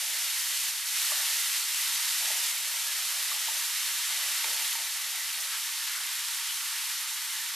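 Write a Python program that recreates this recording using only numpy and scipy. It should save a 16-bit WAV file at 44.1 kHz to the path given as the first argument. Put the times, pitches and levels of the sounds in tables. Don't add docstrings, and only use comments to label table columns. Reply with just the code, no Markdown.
import sys
import numpy as np
from scipy import signal
from scipy.fft import rfft, irfft, next_fast_len
from scipy.io import wavfile
from scipy.ndimage import uniform_filter1d

SR = 44100
rng = np.random.default_rng(int(sys.argv[2]) if len(sys.argv) > 2 else 0)


def transcribe(signal):
    frames = np.atleast_2d(signal).T
    limited = np.clip(frames, -1, 1)
    pcm = np.round(limited * 32767).astype(np.int16)
    wavfile.write(sys.argv[1], SR, pcm)


N = 332955

CRACKLE_DB, CRACKLE_DB_PER_S = -5, 0.2
BUBBLING_DB, BUBBLING_DB_PER_S = -17.5, 0.67
SIMMER_DB, SIMMER_DB_PER_S = -29.5, -0.6
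FIZZ_DB = -0.73


def from_db(db):
    return 10 ** (np.asarray(db) / 20)


def rms_one(x):
    return x / np.sqrt(np.mean(x ** 2) + 1e-20)


def colour(x, points):
    size = 2 * next_fast_len((N + SR // 4) // 2, True)
    hz, db = np.transpose(points)
    grid_hz = np.arange(size // 2 + 1) * SR / size
    curve = np.interp(np.log(grid_hz + 1), np.log(hz), db)
    cepstrum = irfft(np.log(from_db(curve)))
    cepstrum[1:size // 2] *= 2
    cepstrum[size // 2 + 1:] = 0
    response = np.exp(rfft(cepstrum))
    return irfft(rfft(x, size) * response)[..., :N]


def cut(x, hz, kind, order=4):
    sections = signal.butter(order, hz, kind, fs=SR, output="sos")
    return signal.sosfilt(sections, x + 1e-18)


def resonance(x, hz, width_hz):
    r = np.exp(-np.pi * width_hz / SR)
    zeros = np.array([1, 0, -1]) * (1 - r * r) / 2
    poles = [1, -2 * r * np.cos(2 * np.pi * hz / SR), r * r]
    return signal.lfilter(zeros, poles, x + 1e-18)


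def drift(per_s):
    knots = rng.standard_normal(N // 100)
    return rms_one(np.interp(np.arange(N) / SR * per_s, np.arange(len(knots)), knots))


def dying(s, t60):
    age = np.arange(N) / SR - s
    return (age >= 0) * np.exp(-np.log(1000) * np.clip(age / t60, 0, 10))


def frying(db, db_per_s=0):
    # (time [s], level [dB])
    vigour = [(0.0, -31), (0.04, -32), (0.23, -31), (0.69, -31), (0.73, -34), (0.85, -33), (1.0, -29),
              (1.59, -30), (1.65, -32), (1.79, -30), (2.42, -30), (2.44, -29), (2.57, -33), (2.76, -32),
              (4.66, -31), (4.87, -34), (6.95, -34), (7.06, -35), (7.5, -35)]
    t = np.arange(N) / SR
    return from_db(np.interp(t, *np.transpose(vigour)) + db + db_per_s * t)


def flame():
    # (frequency [Hz], relative density [dB per Hz])
    spectrum = [(20, 0), (100, 0), (300, -2), (500, -4), (900, -14), (3000, -35)]
    level_db, flutter_db, side_db = -83.5, 1.4, -3.5
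    rush = rms_one(colour(rng.standard_normal((2, N)), spectrum))
    gain = from_db(level_db + flutter_db * drift(65))
    return rush * gain * np.array([[1], [from_db(side_db)]])


def low_ticks():
    ticks = (rng.random(N) < 20 / SR) * rng.uniform(-1, 1, N)
    return frying(db=-49) * rms_one(cut(ticks, 480, "low", order=2))


def kitchen(x, wet_db):
    tail = (rng.standard_normal(N) * dying(0.0015, t60=0.39))[:SR // 2]
    reflections = signal.fftconvolve(x, tail / np.linalg.norm(tail))[:N]
    return x + from_db(wet_db) * reflections


def shudders():
    # (time [s], level [dB], 60 dB decay [s])
    jolts = [(2.305, -61, 0.77), (4.448, -55.5, 0.51)]
    # (frequency [Hz], relative density [dB per Hz])
    spectrum = [(120, -20), (250, -6), (400, 5), (520, 11), (700, -11), (1500, -54)]
    swell = sum(from_db(db) * dying(s, t60) for s, db, t60 in jolts)
    swell = uniform_filter1d(swell, int(0.013 * SR))
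    return swell * rms_one(colour(rng.standard_normal(N), spectrum))


def scrapes():
    # (middle [s], length between 1/e points [s], pitch [Hz],
    # width of each of two resonances in series [Hz], level at the middle [dB])
    strokes = [(5.206, .09, 1980, 220, -43.5), (5.54, .11, 1400, 800, -44), (5.96, .12, 1450, 700, -45),
               (5.953, .08, 2080, 220, -43.5), (6.503, .08, 3140, 350, -40.5), (7.336, .07, 1660, 220, -49),
               (7.413, .07, 1800, 300, -46)]
    t = np.arange(N) / SR
    out = np.zeros(N)
    for s, length, hz, width_hz, db in strokes:
        stroke = np.exp(-(2 * (t - s) / length) ** 2)
        drag = resonance(rng.standard_normal(N), hz, width_hz)
        drag = resonance(drag, hz, width_hz)
        out += from_db(db) * stroke * rms_one(drag)
    return out


def knocks():
    # (time [s], level [dB], pitch most excited [Hz], spread [octaves],
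    # noise crack level before filtering [dB])
    hits = [(1.118, -25, 1150, .22, -35), (1.120, -27.5, 640, .22, -52), (2.263, -34, 1700, .6, -28),
            (2.303, -35, 720, .5, -42), (3.116, -40, 1300, .7, -31), (3.315, -24, 1170, .15, -47),
            (3.483, -28, 860, .25, -47), (4.442, -29.5, 880, .4, -17.5), (4.752, -29.5, 890, .25, -42),
            (4.801, -44, 660, .3, -52)]
    # (frequency [Hz], relative level [dB], 60 dB decay [s])
    modes = [(528, -26, 0.041), (614, -8, 0.055), (780, -22, 0.034), (902, 0, 0.038), (1163, -4, 0.037),
             (1590, -12, .04), (2000, 3, .04), (2560, -8, .03), (3100, -4, .03)]
    attack_s, crack_t60_s = 0.00095, .045
    t = np.arange(SR // 4) / SR
    attack = 1 - np.exp(-t / attack_s)
    rings, cracks = np.zeros(N + len(t)), np.zeros(N)
    for s, db, pitch_hz, octaves, crack_db in hits:
        at = int(s * SR)
        for hz, mode_db, t60 in modes:
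            share = np.exp(-.5 * (np.log2(hz / pitch_hz) / octaves) ** 2)
            tone = np.sin(2 * np.pi * (hz * t + rng.random()))
            ring = tone * np.exp(-np.log(1000) * t / t60)
            rings[at:at + len(t)] += from_db(db + mode_db) * share * ring * attack
        cracks += from_db(crack_db) * dying(s, crack_t60_s)
    cracks = cut(cracks * rng.standard_normal(N), [1700, 3700], "band", order=2)
    return kitchen(cut(rings[:N], 420, "high") + cracks, wet_db=-9)


def spits():
    # (time [s], pulse height before the high-pass [dB])
    drops = [(.877, -9), (1.352, -11), (1.389, -12), (1.532, -7), (2.466, -8), (3.228, -7), (3.655, -11),
             (4.73, -6)]
    pulses = np.zeros(N)
    spatter = np.zeros(N)
    for s, db in drops:
        pulses[int(s * SR)] = from_db(db)
        spatter += from_db(db - 28) * dying(s, .008)
    return cut(pulses + spatter * rng.standard_normal(N), 2900, "high", order=2)


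def pings(per_s, cycles, size_spread_db):
    t = np.arange(SR // 25) / SR
    out = np.zeros(N + len(t))
    for when, pitch, size, sign in rng.random((int(per_s * N / SR), 4)):
        hz = 1700 * (9000 / 1700) ** pitch
        at = int(when * N)
        height = np.sign(sign - .5) * from_db(size_spread_db * size)
        decay = np.exp(-np.log(1000) * t * hz / cycles)
        out[at:at + len(t)] += height * np.sin(2 * np.pi * hz * t) * decay
    return frying(CRACKLE_DB, CRACKLE_DB_PER_S) * rms_one(out[:N])


def pushes():
    # (start [s], time until settling begins [s], level [dB])
    strokes = [(0.0, 0.2, -56), (1.07, 0.16, -52.5), (2.194, 0.14, -50), (2.5, 0.52, -60),
               (3.116, .08, -54.5), (3.292, .06, -54), (3.457, 0.057, -52), (4.075, .22, -54),
               (4.45, 0.17, -54), (4.76, .05, -52.5), (4.93, 0.26, -60), (5.35, 0.094, -59),
               (5.926, 0.11, -63)]
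    attack_s, settle_s = 0.022, 0.075
    t = np.arange(N) / SR
    gain = np.zeros(N)
    for s, length, db in strokes:
        swell = np.clip((t - s) / attack_s, 0, 1)
        settle = np.exp(-np.clip((t - s - length) / settle_s, 0, 20))
        gain += from_db(db) * swell * settle
    return gain


def bursts(per_s, size_spread_db, haze_db, flutter_db):
    # (frequency [Hz], filter gain [dB])
    spectrum = [(300, -45.5), (480, -35.5), (600, -19.5), (780, -12), (1000, -7), (1400, -4.5),
                (1900, -1.5), (2450, -0.5), (3600, 1.5), (5500, 2), (8500, 0.5), (11000, 0), (13000, -0.5),
                (14300, -8.5)]
    born = rng.random(N) < per_s / SR
    sizes = from_db(size_spread_db * np.minimum(rng.exponential(1, N), 6))
    pops = rms_one(born * sizes * rng.choice([-1, 1], N))
    place = rms_one(rng.uniform(-1, 1, N))
    mid_and_side = np.array([pops, pops * place])
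    haze = from_db(haze_db) * rng.standard_normal((2, N))
    clusters = from_db(flutter_db * drift(110))
    return colour(mid_and_side + haze, spectrum) * clusters


def larger_bubbles():
    # (frequency [Hz], width [Hz], lift [dB])
    resonances = [(596, 20, 8), (735, 50, 3), (868, 36, 5), (930, 30, 6.5), (1115, 28, 3), (1180, 30, 3.5),
                  (1268, 22, 3.5), (1345, 24, 4), (1388, 28, 4), (1509, 26, 4.5), (1675, 30, 3),
                  (1810, 28, 3), (1888, 30, 2.5), (1979, 26, 4.5), (2090, 40, 2.8), (2850, 80, 1.5),
                  (3105, 85, 2.7), (3730, 120, 1.4), (4320, 80, 2)]
    larger = bursts(per_s=5000, size_spread_db=2.0, haze_db=-0.5, flutter_db=0.6)
    for hz, width_hz, lift_db in resonances:
        larger = larger + (from_db(lift_db) - 1) * resonance(larger, hz, width_hz)
    return larger


def sizzle():
    finest = bursts(per_s=11000, size_spread_db=2.0, haze_db=-3, flutter_db=0.47)
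    in_oil, under_onion = larger_bubbles(), larger_bubbles()
    fizz = rms_one(cut(finest, 4500, "high", order=5))
    crackle = cut(in_oil, 1700, "high", order=5)
    crackle = rms_one(cut(crackle, 4500, "low", order=5))
    bubbling = cut(under_onion, 835, "high", order=9)
    bubbling = rms_one(cut(bubbling, 1700, "low", order=5))
    low = rms_one(cut(in_oil, 760, "low", order=5))
    low_gain = np.hypot(frying(SIMMER_DB, SIMMER_DB_PER_S), pushes())
    return (frying(FIZZ_DB) * fizz
            + frying(CRACKLE_DB, CRACKLE_DB_PER_S) * crackle
            + frying(BUBBLING_DB, BUBBLING_DB_PER_S) * bubbling
            + low_gain * low)


def port(x, sign):
    # (frequency [Hz], left minus right [dB], left leads by [radians])
    differences = [(4300, 0, 0), (6300, -1, .26), (8800, -.6, .16), (10200, .7, .35), (11400, -.5, .68),
                   (12600, -2.3, .65), (14000, -3.5, .5)]
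    hz, lean_db, lead = np.transpose(differences)
    size = next_fast_len(N + SR // 10)
    grid_hz = np.arange(size // 2 + 1) * SR / size
    gain = from_db(sign * np.interp(grid_hz, hz, lean_db) / 2)
    phase = np.exp(.5j * sign * np.interp(grid_hz, hz, lead))
    return irfft(rfft(x, size) * gain * phase, size)[:N]


def scene():
    # (frequency [Hz], gain of its side signal [dB])
    width = [(500, -11), (900, -19), (1250, -27.5), (2600, -79), (3500, -32), (4400, -17), (5300, -10.5),
             (7500, -8.5), (9500, -6.5), (11500, -5.5), (14000, -5)]
    mid, side = sizzle()
    rush_mid, rush_side = flame()
    ringing = from_db(-11.5) * pings(per_s=220, cycles=295, size_spread_db=10.0)
    oil = spits() + ringing
    spatula = knocks() + scrapes() + shudders()
    mid = mid + oil + spatula + rush_mid
    mid = mid + low_ticks()
    side = colour(side, width) + rush_side
    return np.array([port(mid + side, 1), port(mid - side, -1)])


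def record(dry):
    cutoff_hz, ripple_db, rejection_db = 14250, .1, 90
    sections = signal.ellip(12, ripple_db, rejection_db, cutoff_hz, fs=SR, output="sos")
    return signal.sosfilt(sections, dry)


dry = scene()
out = record(dry)
transcribe(out)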